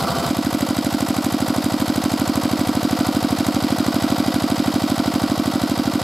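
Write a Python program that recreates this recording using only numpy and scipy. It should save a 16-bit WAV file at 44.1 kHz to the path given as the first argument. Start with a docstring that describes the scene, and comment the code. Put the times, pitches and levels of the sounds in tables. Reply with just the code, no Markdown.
"""A fast, thumping chug with metallic clatter, heard for a moment across a gravel yard, then close up.
An old single-cylinder four-stroke engine, belted to a generator, fires about 12.5 times a second.
Each cycle brings a firing thump with a spit of gas, exhaust puffs that ring the silencer, and
valve-gear blows that ring the castings and shake loose covers. Belt, gears and fan whirr beneath."""
import sys
import numpy as np
from scipy import signal
from scipy.fft import rfft, irfft
from scipy.io import wavfile

SR = 44100
rng = np.random.default_rng(int(sys.argv[2]) if len(sys.argv) > 2 else 0)


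def put_to_file(sound):
    """Save the sound as 16-bit audio at rate SR, in the file named by the first command-line argument."""
    columns = np.atleast_2d(sound).T  # one column per channel
    safe = np.clip(columns, -1, 1)
    whole_steps = np.round(safe * 32767)
    wavfile.write(sys.argv[1], SR, whole_steps.astype(np.int16))


N = 265923
MS = 1e-3
TIME_S = np.arange(N) / SR
EVENT_S = np.arange(SR // 10) / SR  # time within one puff or blow
FREQ_HZ = np.fft.rfftfreq(N, 1 / SR)


def exhaust(cycles_s, pulses):
    """Each push of gas swells and dies in a low resonance of the silencer or the block."""
    out = np.zeros(N)
    for at_ms, hz, swell_ms, db in pulses:
        age = EVENT_S / (swell_ms * MS)
        puff = amp(db) * (age * np.exp(1 - age)) ** 2 * np.sin(2 * np.pi * hz * EVENT_S)
        out += repeat(puff, cycles_s, at_ms, spread_db=.25, jitter_ms=.025)
    return out


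def knocks(cycles_s, jitter_ms):
    """Piston, rockers and valves all strike the same modes of the iron castings."""
    # casting modes: f/Hz, level/dB, t60/s
    modes = [(511.6, -32, 0.069), (544, -31, 0.085), (563.6, -32, 0.069), (648.5, -32, 0.053),
             (657.6, -28.5, 0.06), (693.5, -22.5, .018), (785.4, -32, 0.049), (896, -45.5, 0.056),
             (942, -35.5, 0.045), (1008, -38.5, 0.029), (1144.4, -43, .11), (1232, -51.5, 0.038),
             (1308, -46.5, 0.035), (1406, -43.5, 0.066), (1454, -39.5, 0.032), (1522, -40.5, 0.03)]
    # blows: t/ms in cycle, level/dB
    blows = [(.04, 2), (6.77, 1.2), (16.1, 3), (20.78, 6.5), (56.13, 5.5), (60.69, 6.5), (67.2, -0.5),
             (69.52, -1.5), (75.3, -8.5)]
    ring = sum((-1) ** k * amp(db - 60 * EVENT_S / t60_s) * np.sin(2 * np.pi * hz * EVENT_S)
               for k, (hz, db, t60_s) in enumerate(modes))
    clatter = sum(repeat(amp(db) * ring, cycles_s, at_ms, spread_db=1.25, jitter_ms=jitter_ms)
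                  for at_ms, db in blows)
    return signal.sosfilt(signal.butter(2, 330, "high", fs=SR, output="sos"), clatter)


def spits(cycles_s, crackle_db=2.0):
    """Short, crackling jets of gas escape at firing and through the valves."""
    # jets: t/ms in cycle, Gaussian half-length/ms, level/dB, cycle spread/dB
    jets = [(.6, 2.2, -35.5, 3.5), (4.34, 2.37, -27.5, 1), (4.5, 0.66, -33, 3.5), (20, 8, -33.5, 1.2),
            (22.7, 0.26, -37, -1), (47.1, 2.5, -39, .7), (63.8, 5.9, -33, 1.5)]
    # jet spectrum: f/Hz, density/dB
    tone = [(100, -31), (600, 14), (1300, 7), (2500, 2), (4800, -7), (6200, 1), (8000, 4), (9000, -3),
            (12200, 2), (14000, -9), (15700, -32)]
    peak_s = EVENT_S.mean()
    flow = np.zeros(N)
    for at_ms, half_ms, db, spread_db in jets:
        jet = amp(db) * np.exp(-((EVENT_S - peak_s) / (half_ms * MS)) ** 2 / 2)
        flow += repeat(jet, cycles_s - peak_s, at_ms, spread_db, jitter_ms=.072)
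    knots_s = TIME_S[::16]
    crackle = amp(crackle_db * np.interp(TIME_S, knots_s, rng.standard_normal(len(knots_s))))
    crackle /= np.sqrt(np.mean(crackle ** 2))
    return colour(flow * crackle * rng.standard_normal(N), tone, keep_power=True)


def rattles(cycles_s, repeat_share=.86):
    """Loose linkage shakes in bursts of tiny contacts, much alike each cycle, ringing the sheet covers."""
    # bursts: t/ms in cycle, decay/ms, level/dB
    bursts = [(3.498, 7.1, -30), (14.635, 9.6, -29.5), (21.2, 2.4, -30), (32.7, 5.9, -33.5),
              (44.36, 5.2, -32), (57.77, 18, -33.5), (62.56, 5.4, -29.5), (68.66, 4.1, -30.5)]
    # contact spectrum: f/Hz, density/dB
    tone = [(300, -48), (600, 7), (1400, 1.5), (1750, -3), (2100, 1.5), (2700, -2.5), (3600, 1.5),
            (4900, 2.5), (5800, -7.5), (8000, -16.5), (12000, -15), (15500, -28)]
    # cover modes: f/Hz, bandwidth/Hz, gain/dB
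    covers = [(998, 26, 11), (1105, 5.7, 14), (1970, 35, 1.5), (2419, 12.5, 6), (2783, 13, 6.5),
              (3066, 34, 6), (3824, 20, 2), (4395, 17, 2.5), (4760, 36, 0), (5070, 80, -1.5),
              (7843, 93, 11.5)]
    contacts = np.zeros(N)
    for at_ms, decay_ms, db in bursts:
        shake = amp(db) * np.exp(-EVENT_S / (decay_ms * MS))
        burst = shake * rng.standard_normal(len(EVENT_S))
        same = repeat(burst, cycles_s, at_ms, spread_db=.77, jitter_ms=.025)
        fresh = repeat(shake, cycles_s, at_ms, spread_db=1.8, jitter_ms=.39) * rng.standard_normal(N)
        contacts += np.sqrt(repeat_share) * same + np.sqrt(1 - repeat_share) * fresh
    contacts = colour(contacts, tone, keep_power=True)
    return contacts + sum(amp(db) * signal.lfilter(*signal.iirpeak(hz, hz / width_hz, SR), contacts)
                          for hz, width_hz, db in covers)


def whirr(level_db=-34.5):
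    """Steady rush of belt, gears and generator fan."""
    # rush spectrum: f/Hz, density/dB
    tone = [(25, -3), (60, 2), (150, 0.5), (300, 10.5), (430, 3.5), (680, 6), (850, 0), (1350, 9),
            (1750, -8), (2700, -7.5), (4700, -2), (6000, -10.5), (9200, -16.5), (12000, -13),
            (15700, -22.5)]
    return amp(level_db) * colour(rng.standard_normal(N), tone, keep_power=True)


def belt_guard(cycles_s, decay_ms=14):
    """The belt guard buzzes once a cycle."""
    shake = np.exp(-EVENT_S / (decay_ms * MS))
    return repeat(shake, cycles_s, at_ms=49, spread_db=.5, jitter_ms=.58) * whirr(level_db=-21.5)


def cycle_times(first_s, firing_hz=12.546, surge_hz=.0882, surge_at_s=2.416, surge_half_s=.9966):
    """Cycle starts in s: the governor holds the speed but for one gentle surge."""
    rate_hz = firing_hz + surge_hz * np.exp(-((TIME_S - surge_at_s) / surge_half_s) ** 2)
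    count = np.cumsum(rate_hz) / SR - first_s * firing_hz
    starts_s = np.interp(np.arange(int(count[-1]) + 1), count, TIME_S)
    return np.append(starts_s[0] - 1 / firing_hz, starts_s)


def engine(cycles_s, spit_db, machine_db, jitter_ms):
    """Gas jets and machinery on one crankshaft, as mid and side of different fine grain."""
    # stereo width: f/Hz, side gain/dB
    width = [(30, 9), (80, -16), (250, -2), (600, -17.5), (2500, -20.5), (5000, -15.5), (7000, -12.5),
             (9000, -0.5), (12000, -10.5), (15000, -5)]
    iron = knocks(cycles_s, jitter_ms)
    mid, side = (amp(spit_db) * spits(cycles_s) + amp(machine_db) * (rattles(cycles_s) + whirr() + body)
                 for body in (iron, scatter(iron, t60_s=.085, delay_ms=.3)))
    return np.array([mid, colour(side, width)])


def beside_the_silencer(turn_s=1.7, fade_db_per_s=.96):
    """Dry and thumping (mid, side); the jets fade as the listener turns away from them."""
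    # firing, blow-down, silencer after-ring, end of exhaust stroke, crankcase heave:
    # t/ms in cycle, f/Hz, swell/ms, level/dB
    pulses = [(0.655, 152, 1.9, -12), (19.83, 263, 4.58, -7.5), (34.58, 307.4, 10, -20.5),
              (42.77, 239, 4.4, -17), (73.6, 84.2, 12.8, -21.5)]
    # the listener leans in, then draws back: t/s, distance/m
    path = [(.3, 1.057), (4.2, 0.87), (6, 0.97)]
    cycles_s = cycle_times(first_s=.0474)
    spit_db = -fade_db_per_s * np.maximum(TIME_S - turn_s, 0)
    thumps = exhaust(cycles_s, pulses)
    sound = engine(cycles_s, spit_db, machine_db=1.51, jitter_ms=.083)
    sound += np.array([thumps, -amp(-27.5) * thumps])  # slightly to the right
    return sound / np.interp(TIME_S, *np.transpose(path))


def across_the_yard():
    """The silencer points away, the belt side clatters, scrap iron blurs the beat (mid, side)."""
    # longer booms that carry: t/ms in cycle, f/Hz, swell/ms, level/dB
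    booms = [(69.1, 143, 9.6, -19), (13.2, 193, 9.6, -19.5), (31.8, 253, 19.3, -22), (67, 187, 12, -34),
             (70, 79, 23, -30)]
    # yard response: f/Hz, gain/dB
    tone = [(60, -1), (270, -1), (420, 6.5), (520, -2.5), (700, -0.5), (1050, -0.5), (1400, 1.5),
            (1800, -3.5), (5000, -2.5), (8000, -1.5), (14000, -1.5)]
    cycles_s = cycle_times(first_s=.0222)
    mid, side = engine(cycles_s, spit_db=-.5, machine_db=5, jitter_ms=.1)
    buzz = belt_guard(cycles_s)
    echoes = amp(-10.5) * scatter(mid, t60_s=.071, delay_ms=6.2)
    return np.array([colour(mid + echoes + buzz, tone) + exhaust(cycles_s, booms), side])


def scatter(x, t60_s, delay_ms):
    """A dying spray of random-sign reflections, with unit energy."""
    lag_s = np.arange(SR // 2) / SR
    taps = rng.choice([-1., 1.], len(lag_s)) * (rng.random(len(lag_s)) < .1)
    taps *= (lag_s > delay_ms * MS) * amp(-60 * lag_s / t60_s)
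    return signal.fftconvolve(x, taps / np.linalg.norm(taps))[:N]


def repeat(sound, cycles_s, at_ms, spread_db, jitter_ms):
    """Plays a sound once a cycle, slightly uneven in time and strength."""
    slip, force = rng.standard_normal((len(cycles_s), 2)).T
    starts = np.round((cycles_s + (at_ms + jitter_ms * slip) * MS) * SR).astype(int) + SR
    out = np.zeros(N + 2 * SR)
    for start, gain in zip(starts, amp(spread_db * force)):
        out[start:start + len(sound)] += gain * sound
    return out[SR:SR + N]


def colour(x, tone, keep_power=False):
    """Filters by a (f/Hz, gain/dB) curve; keep_power preserves the power of white noise."""
    hz, db = np.transpose(tone)
    gain = amp(np.interp(np.log(FREQ_HZ + 1), np.log(hz), db))
    if keep_power:
        gain /= np.sqrt(np.mean(gain ** 2))
    return irfft(rfft(x) * gain, N)


def amp(db):
    """Decibels to gain."""
    return 10 ** (np.asarray(db) / 20)


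def scene(move_s=.288, crossfade_s=.017):
    """The far listening place gives way to the near one; returns left and right."""
    near = np.clip((TIME_S - move_s) / crossfade_s + .5, 0, 1)
    mid, side = np.sqrt(1 - near) * across_the_yard() + np.sqrt(near) * beside_the_silencer()
    return np.array([mid + side, mid - side]) * amp([[-.3], [.3]])


def record(dry, cutoff_hz=15750):
    """The microphone sheds the deepest bass; a low-pass limits the treble."""
    # microphone response: f/Hz, gain/dB
    response = [(20, -39), (45, -12), (72, -1), (16000, 0)]
    lowpass = signal.firwin(511, cutoff_hz, window=("kaiser", 9), fs=SR)
    return signal.oaconvolve(colour(dry, response), lowpass[None], "same")


dry = scene()
out = record(dry)
put_to_file(out)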